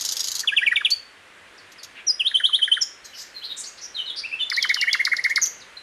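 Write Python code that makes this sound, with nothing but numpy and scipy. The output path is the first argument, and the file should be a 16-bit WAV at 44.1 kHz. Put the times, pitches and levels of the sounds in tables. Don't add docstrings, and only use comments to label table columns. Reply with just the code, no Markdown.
import sys
import numpy as np
from scipy import signal
from scipy.fft import rfft, irfft, next_fast_len
from scipy.io import wavfile
from scipy.ndimage import map_coordinates

SR = 44100
rng = np.random.default_rng(int(sys.argv[2]) if len(sys.argv) > 2 else 0)


def store_pcm(level_fs):
    pcm = np.round(np.clip(level_fs, -1, 1) * 32767).astype(np.int16)
    wavfile.write(sys.argv[1], SR, np.atleast_2d(pcm).T)


N = 256662


def amp(db):
    return 10 ** (np.asarray(db) / 20)


def unit(x):
    return x / np.sqrt(np.mean(x ** 2) + 1e-20)


def along(points, hz):
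    f, value = np.transpose(points)
    return np.interp(np.log(hz + 1), np.log(f + 1), value)


def curve(rows):
    return np.interp(np.arange(N) / SR, *np.transpose(rows))


def filtered(x, response):
    size = next_fast_len(N + SR // 2)
    spectrum = rfft(x, size)
    return irfft(spectrum * response(np.fft.rfftfreq(size, 1 / SR)), size)[..., :N]


def noise(colour):
    white = rng.standard_normal(N)
    return unit(filtered(white, lambda hz: amp(along(colour, hz))))


def wobble(rate):
    knots = rng.standard_normal(N // 8)
    return map_coordinates(knots, [np.arange(N) * rate / SR], mode="wrap")


def span(s, length):
    i = np.arange(max(int(s * SR), 0), min(int((s + length) * SR), N))
    return i, np.clip((i / SR - s) / length, 0, 1)


def swell(u, peak, steepness):
    pressure = np.interp(u, [0, np.clip(peak, .05, .95), 1], [0, 1, 0])
    return np.sin(np.pi / 2 * pressure) ** steepness


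def glide(u, pitches):
    places = np.linspace(0, 1, len(pitches))
    fit = np.polyfit(places, np.log(pitches), len(pitches) - 1)
    return np.exp(np.polyval(fit, u))


# f/Hz, level/dB
HUSH_COLOUR = [(15, -33), (25, -16), (50, -5.5), (85, -7.5), (150, -8), (250, -5), (500, -1.5), (800, -4),
               (1280, -0.5), (1750, 3), (3000, -3), (5200, -14), (9500, -18.5), (14500, -37)]
# t/s, level/dB
HUSH_FADER = [(0.0, -54.5), (0.99, -58.5), (1.73, -57), (2.54, -59.5), (3.21, -57.5), (5.46, -55.5),
              (5.82, -56.5)]


def hush(lift_db=8.5):
    level_db = curve(HUSH_FADER) + lift_db + 0.14 * wobble(7.2)
    return amp(level_db) * noise(HUSH_COLOUR)


# t/s, level/dB of the main burst, level/dB of the second burst re the main one
RATTLE_STROKES = [(.0095, -21.5, -6), (0.0491, -18.5, -4.5), (0.0887, -21.5, -11), (0.1214, -17.5, -10.5),
                  (0.167, -20, -21), (0.1933, -24, 5.5), (0.241, -22.5, -5), (0.2716, -23, 2.5),
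                  (0.316, -21, -16), (0.352, -20.5, -4), (0.3923, -21.5, 1)]
# t/s, length/s, level/dB
SINGLE_RASPS = [(.903, 0.0091, -24), (1.718, .011, -45), (1.8315, 0.0075, -33.5), (1.8458, 0.0043, -36.5),
                (2.819, 0.0093, -36.5), (5.294, 0.017, -36), (5.457, 0.0043, -24.5)]
BURST_S, BURST_GAP_S, LEAD_IN_DB = 0.006, 0.0104, -9.5


def bursts():
    for s, db, second_db in RATTLE_STROKES:
        yield s - BURST_GAP_S, BURST_S, db + LEAD_IN_DB
        yield s, BURST_S, db
        yield s + BURST_GAP_S, BURST_S, db + second_db
    yield from SINGLE_RASPS


# f/Hz, level/dB
RASP_SPECTRUM = [(710, -28), (1200, -25), (1800, -33), (1990, -25), (2570, -23.5), (2830, -8.5), (3260, -4),
                 (4640, 4), (6070, 0.5), (6610, 5.5), (8200, -11.5), (10800, -11), (11900, -8.5),
                 (14000, -22.5), (15600, -35)]


def rattle(likeness=0.037):
    out, figure, fresh = np.zeros(N), noise(RASP_SPECTRUM), noise(RASP_SPECTRUM)
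    for s, length, db in bursts():
        i, u = span(s, length)
        chaos = np.sqrt(likeness) * figure[:len(i)] + np.sqrt(1 - likeness) * fresh[i]
        out[i] += amp(db) * swell(u, 0.33, steepness=0.7) * chaos
    return out


# t/s of the first beat's middle, period/s, number of beats
THROB_BEATS = (.082, .224, 9)


def throb(beat_hz=92, length=0.0576, db=-60):
    out, (first, period, beats) = np.zeros(N), THROB_BEATS
    for s in first + period * np.arange(beats):
        i, u = span(s, length)
        level = amp(db + rng.normal(0, 1.8))
        out[i] += level * np.sin(np.pi * u) ** 2 * np.sin(2 * np.pi * beat_hz * length * u)
    return np.roll(out, -int(length * SR / 2))


# t/s, length/s, level/dB at the peak, place of the crest 0-1, f/Hz at the crest
LOW_ARCHES = [(0.4327, .021, -27.5, 0.2, 1840), (0.514, 0.032, -19.5, 1, 1980),
              (.6088, 0.039, -17, 0.74, 1950), (0.7118, 0.025, -13, 0.47, 1937),
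              (0.806, 0.02, -23, 0.27, 1710), (4.5131, 0.02, -19, 0.12, 2207),
              (4.5648, 0.034, -14, 0.71, 2240), (4.6384, 0.022, -16.5, 0.15, 2180),
              (4.6893, 0.031, -11, 0.57, 2222), (4.755, 0.025, -24.5, 0.21, 1943),
              (4.812, 0.034, -14.5, 0.58, 2240), (4.8657, 0.034, -12.5, 0.67, 2209),
              (4.937, .023, -13.5, .22, 2200), (4.99, .03, -12, .62, 2188), (5.0642, 0.02, -16, 0.11, 2184),
              (5.1128, 0.03, -11, 0.49, 2187), (5.181, 0.021, -17.5, 0.95, 2180),
              (5.2402, .03, -11, 0.56, 2184), (5.291, 0.038, -16.5, 0.74, 2178),
              (5.3636, 0.025, -12.5, 0.29, 2165)]
# t/s from the crest, pitch as a share of the crest's
ARCH_SHAPE = [(-.027, .87), (-.018, .805), (-.01, .87), (-.003, 1), (.002, .99), (.007, .84), (.013, 0.57),
              (.021, 0.28)]


def arches():
    for s, length, db, crest, crest_hz in LOW_ARCHES:
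        t = (span(s, length)[1] - crest) * length
        pitch = crest_hz * np.interp(t, *np.transpose(ARCH_SHAPE))
        yield s, length, db, np.clip(crest, .25, .68), pitch


# t/s, length/s, level/dB at the peak, place of the peak 0-1, place of the steepest fall 0-1, steepness
DOWN_SLURS = [(0.4729, 0.037, -12.5, 0.12, 0.36, 6.2), (.562, 0.04, -10, 0.36, 0.38, 6.7),
              (0.66, 0.034, -10.5, 0.41, 0.2, 8.8), (0.7576, 0.035, -12.5, 0.09, 0.23, 15),
              (0.848, 0.032, -10.5, 0, 0.36, 6.2), (2.1921, 0.035, -14, 0.48, 0.46, 3.6)]
SLUR_HIGH_HZ, SLUR_LOW_HZ = 3708, 2245


def slurs():
    for s, length, db, peak, steepest, steepness in DOWN_SLURS:
        u = span(s, length)[1]
        still_high = 1 / (1 + np.exp(steepness * (u - steepest)))
        yield s, length, db, peak, SLUR_LOW_HZ + (SLUR_HIGH_HZ - SLUR_LOW_HZ) * still_high


# t/s, length/s, level/dB at the peak, place of the peak 0-1, start f/Hz, end f/Hz
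RUN_WHISTLES = [(0.9074, 0.037, -12.5, 0.45, 4350, 4690), (2.0645, 0.032, -14.5, 0.6, 6000, 5420),
                (2.087, 0.035, -11, 0.37, 5240, 4830), (2.809, 0.025, -12.5, 0.55, 6150, 4830)]


def whistles():
    for s, length, db, peak, *pitches in RUN_WHISTLES:
        yield s, length, db, peak, glide(span(s, length)[1], pitches)


# t/s, length/s, level/dB at the peak, place of the peak 0-1, place of the lowest pitch 0-1
UP_SCOOPS = [(2.2456, 0.041, -13, 0.64, 0.2), (2.339, .045, -10, 0.32, 0.38),
             (2.4328, 0.039, -9.5, 0.45, 0.19), (2.525, 0.04, -10.5, 0.52, 0.2),
             (2.6115, .044, -11, 0.51, 0.43), (2.713, 0.0385, -9, 0.22, .28)]
SCOOP_HZ, SCOOP_TOP_HZ = 3068, 4250
SCOOP_CURL_S = 0.042


def scoops():
    for s, length, db, peak, lowest in UP_SCOOPS:
        t = (span(s, length)[1] - lowest) * length
        curl = SCOOP_HZ * 2 ** ((t / SCOOP_CURL_S) ** 2)
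        yield s, length, db, peak, np.minimum(curl, SCOOP_TOP_HZ)


# t/s, length/s, level/dB at the peak, start f/Hz
LOW_CHIPS = [(2.3134, 0.0079, -26, 2110), (2.399, 0.015, -22, 2250), (2.49, 0.015, -32.5, 1626),
             (2.589, .012, -29, 2300), (2.6763, 0.014, -20.5, 2300), (2.766, 0.022, -22, 2400)]
CHIP_BEND_S, CHIP_FALL, CHIP_PEAK = 0.00515, 0.39, 0.23


def chips():
    for s, length, db, start_hz in LOW_CHIPS:
        t = span(s, length)[1] * length
        yield s, length, db, CHIP_PEAK, start_hz / (1 + t / CHIP_BEND_S) ** CHIP_FALL


# t/s, length/s, level/dB at the peak
SWEPT_CLICKS = [(4.5, .005, -15.5), (4.5646, .007, -16.5), (4.625, 0.0091, -11.5), (4.692, 0.0068, -18),
                (4.7431, 0.005, -10), (4.8122, 0.0066, -13), (4.9297, .0065, -9.5), (5.051, .0058, -9.5),
                (5.166, 0.0066, -18.5), (5.239, 0.01, -18.5), (5.359, .006, -10.5)]
CLICK_SWEEP = [7290, 4800, 3880, 2300]


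def clicks():
    for s, length, db in SWEPT_CLICKS:
        yield s, length, db, 0.29, glide(span(s, length)[1], CLICK_SWEEP)


def syllables():
    for kind in (arches, slurs, whistles, scoops, chips, clicks):
        yield from kind()


def syrinx(pitch, level, slope_db, even_db):
    phase = 2 * np.pi * np.cumsum(pitch) / SR
    overtones = 0
    for k in range(2, 7):
        gain = amp(slope_db * np.log2(k) + even_db * (k % 2 == 0))
        below_nyquist = k * pitch < SR / 2
        overtones = overtones + gain * np.sin(k * phase) * below_nyquist
    return level * np.array([np.sin(phase), overtones])


# f/Hz, level/dB
BEAK_COLOUR = [(2500, -14), (4500, -7), (6500, -13), (8300, -23.5), (9400, -5), (10400, -10.5),
               (11300, -12.5), (12600, -6), (13900, -11), (15000, -27)]
# t/s, level/dB
BEAK_GAPE = [(.45, -19), (.85, -22), (.92, -12), (1.9, -32), (2.77, -47), (2.83, -11), (3.1, 17.5),
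             (4.4, -18), (4.52, -6), (5.45, -13)]


def beak(voice, air_db=-19, direct_db=-5, bounced_db=-3, edge_hz=11500):
    tone, overtones = voice
    jet = amp(air_db) * tone * rng.standard_normal(N)
    treble = filtered(overtones + jet, lambda hz: amp(along(BEAK_COLOUR, hz)))
    lower = filtered(treble, lambda hz: 1 / (1 + (hz / edge_hz) ** 40))
    topmost = treble - lower
    treble = lower + amp(curve(BEAK_GAPE)) * topmost
    bounced = scatter(treble, early_db=bounced_db, late_db=-7.5, early_t60=0.0068, gap=.001)
    return tone + amp(direct_db) * treble + bounced


def song(tear_db=-19, tear_speed=60, even_db=-11, skew_db=8):
    voice, tear, waver = np.zeros((2, N)), np.zeros(N), 1 + 0.0091 * wobble(700)
    for s, length, db, peak, pitch in syllables():
        speed = abs(np.log(pitch[0] / pitch[-1])) / length
        strain = speed ** 4 / (speed ** 4 + tear_speed ** 4)
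        i, u = span(s, length)
        level = amp(db) * swell(u, peak, steepness=1.58)
        voice[:, i] += syrinx(pitch * waver[i], level, slope_db=-13.0, even_db=even_db + skew_db * strain)
        i, u = span(s - .003, length + 0.002)
        tear[i] += amp(db + tear_db) * swell(u, 1.0, steepness=0.79) * strain
    return beak(voice) + tear * noise(RASP_SPECTRUM)


# t/s, length/s, level/dB, start f/Hz, end f/Hz
CLEAR_WHISTLES = [(1.576, 0.02, -45, 6020, 4360), (1.781, 0.023, -40, 5370, 4420),
                  (3.033, 0.056, -45, 4400, 3920), (3.342, 0.057, -33, 4340, 4025),
                  (3.416, 0.02, -33.5, 2760, 3390), (3.654, 0.031, -35.5, 4950, 6830),
                  (3.944, 0.045, -27, 4290, 3620), (3.971, 0.047, -24, 3350, 2922),
                  (4.059, 0.034, -28.5, 4310, 3640), (4.094, 0.016, -22.5, 4070, 3295),
                  (4.233, 0.029, -27, 2170, 2765), (4.313, 0.036, -24.5, 2300, 2730),
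                  (4.39, 0.026, -23, 3290, 2920), (4.398, 0.042, -20.5, 3650, 3482),
                  (4.523, 0.031, -22.5, 5400, 3910), (4.595, 0.066, -26, 3710, 3035),
                  (4.684, 0.03, -27.5, 4220, 3470), (4.766, .045, -22, 3140, 2776),
                  (4.887, 0.037, -24.5, 2850, 3446), (4.927, 0.025, -29.5, 3070, 2670),
                  (5.408, 0.034, -34.5, 4800, 4680), (5.598, 0.032, -42.5, 6000, 3590),
                  (5.768, 0.0088, -30, 4250, 4030)]
# t/s, length/s, level/dB, f/Hz, hoarseness (about 0-1)
HOARSE_CALLS = [(1.948, 0.06, -39, 2483, 1.2), (3.042, 0.023, -38, 5940, 1),
                (3.127, 0.025, -40, 2975, 0.42), (3.134, 0.091, -38.5, 5070, .5),
                (3.171, 0.059, -36, 5580, 1.01), (3.434, 0.03, -28, 4197, 0.37),
                (3.491, .041, -28, 3750, 0.29), (3.564, .057, -30.5, 7460, 0.62),
                (3.635, 0.017, -31.5, 4800, 0.5), (3.772, 0.026, -39.5, 4430, 0.64),
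                (3.81, 0.053, -34, 5690, 0.38), (4.159, 0.044, -25.5, 4664, 0.42)]
FAR_EASE, FAR_HOARSE = 1.73, 0.084


def far_calls():
    for s, length, db, start_hz, end_hz in CLEAR_WHISTLES:
        i, u = span(s, length)
        yield i, u, db, end_hz + (start_hz - end_hz) * (1 - u) ** FAR_EASE, FAR_HOARSE
    for s, length, db, hz, hoarse in HOARSE_CALLS:
        yield *span(s, length), db, hz, hoarse


def far_bird():
    voice, shake = np.zeros((2, N)), wobble(2200)
    for i, u, db, hz, hoarse in far_calls():
        pitch = hz * (1 + 0.195 * hoarse * shake[i])
        level = amp(db) * swell(u, 0.72, steepness=0.49)
        voice[:, i] += syrinx(pitch, level, slope_db=-23, even_db=6)
    return beak(voice)


# t/s, length/s, start f/Hz, end f/Hz (before the pulse swing), level/dB (before the chopping)
BUZZED_NOTES = [(2.816, 0.023, 7220, 6330, -21.5), (5.413, 0.0396, 6630, 5860, -9.5),
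                (5.456, 0.0267, 7000, 6020, -18.5)]


def buzz(flutter_hz=176, depth=0.86, swing=0.057):
    voice = np.zeros((2, N))
    for s, length, start_hz, end_hz, db in BUZZED_NOTES:
        i, u = span(s, length)
        cycle = 2 * np.pi * flutter_hz * u * length
        pulses = 1 - depth * (1 + np.sin(cycle)) / 2
        pitch = glide(u, [start_hz, end_hz]) * (1 - swing * np.cos(cycle))
        level = amp(db) * pulses * swell(u, 0.47, steepness=1.0)
        voice[:, i] += syrinx(pitch, level, slope_db=-11, even_db=1.0)
    return beak(voice)


# f/Hz, t60/s
WOOD_DECAY = [(1000, .36), (2500, .39), (4500, .38), (7000, .42), (10000, .3), (15000, .28)]


def scatter(x, early_db, late_db, early_t60=0.051, gap=0.0026, stir_rate=25):
    hz, t, bands = signal.stft(rng.standard_normal((3, SR)), SR, nperseg=256)
    late_t60 = along(WOOD_DECAY, hz)
    t60 = np.array([np.full(len(hz), early_t60), late_t60, late_t60])
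    tails = signal.istft(bands * amp(-60 * t / t60[:, :, None]), SR, nperseg=256)[1]
    tails = tails * (np.arange(tails.shape[1]) > gap * SR)
    tails = tails / np.linalg.norm(tails, axis=1, keepdims=True)
    early, one, other = signal.fftconvolve(x[None], tails, axes=1)[:, :N]
    drift = 2 * wobble(stir_rate)
    late = np.cos(drift) * one + np.sin(drift) * other
    return amp(early_db) * early + amp(late_db) * late


def echo(x, delay=0.045, db=-23):
    return amp(db) * np.pad(x, (int(delay * SR), 0))[:N]


# t/s, send level/dB
HEAD_TURN = [(.5, 0), (.9, 0), (2.1, -2.5), (2.4, 3), (2.8, 2), (4.5, -1.5), (5.4, 1.5)]
# f/Hz, level/dB
FOLIAGE_COLOUR = [(1200, -3), (2200, 1), (3050, 0.5), (4000, 3), (5000, 1), (6500, 2.5), (10000, 7)]


def foliage(near):
    outward = filtered(near * amp(curve(HEAD_TURN)), lambda hz: amp(along(FOLIAGE_COLOUR, hz)))
    return scatter(outward, early_db=-9.5, late_db=-15.5)


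def scene():
    near, rasps, far = song() + buzz(), rattle(), far_bird()
    middle = near + echo(near) + foliage(near)
    middle += rasps + scatter(rasps, early_db=-1.5, late_db=-12.0)
    middle += amp(-2.5) * far + scatter(far, early_db=-3, late_db=-4.0)
    side = scatter(rasps + near * amp(curve(BEAK_GAPE) - 5), early_db=-18, late_db=-30)
    side = filtered(side, lambda hz: hz ** 8 / (hz ** 8 + 4500 ** 8))
    return middle + hush() + throb() + np.array([side, -side])


TOP_HZ = 15400


def record(dry):
    return filtered(dry, lambda hz: hz < TOP_HZ)


dry = scene()
out = record(dry)
store_pcm(out)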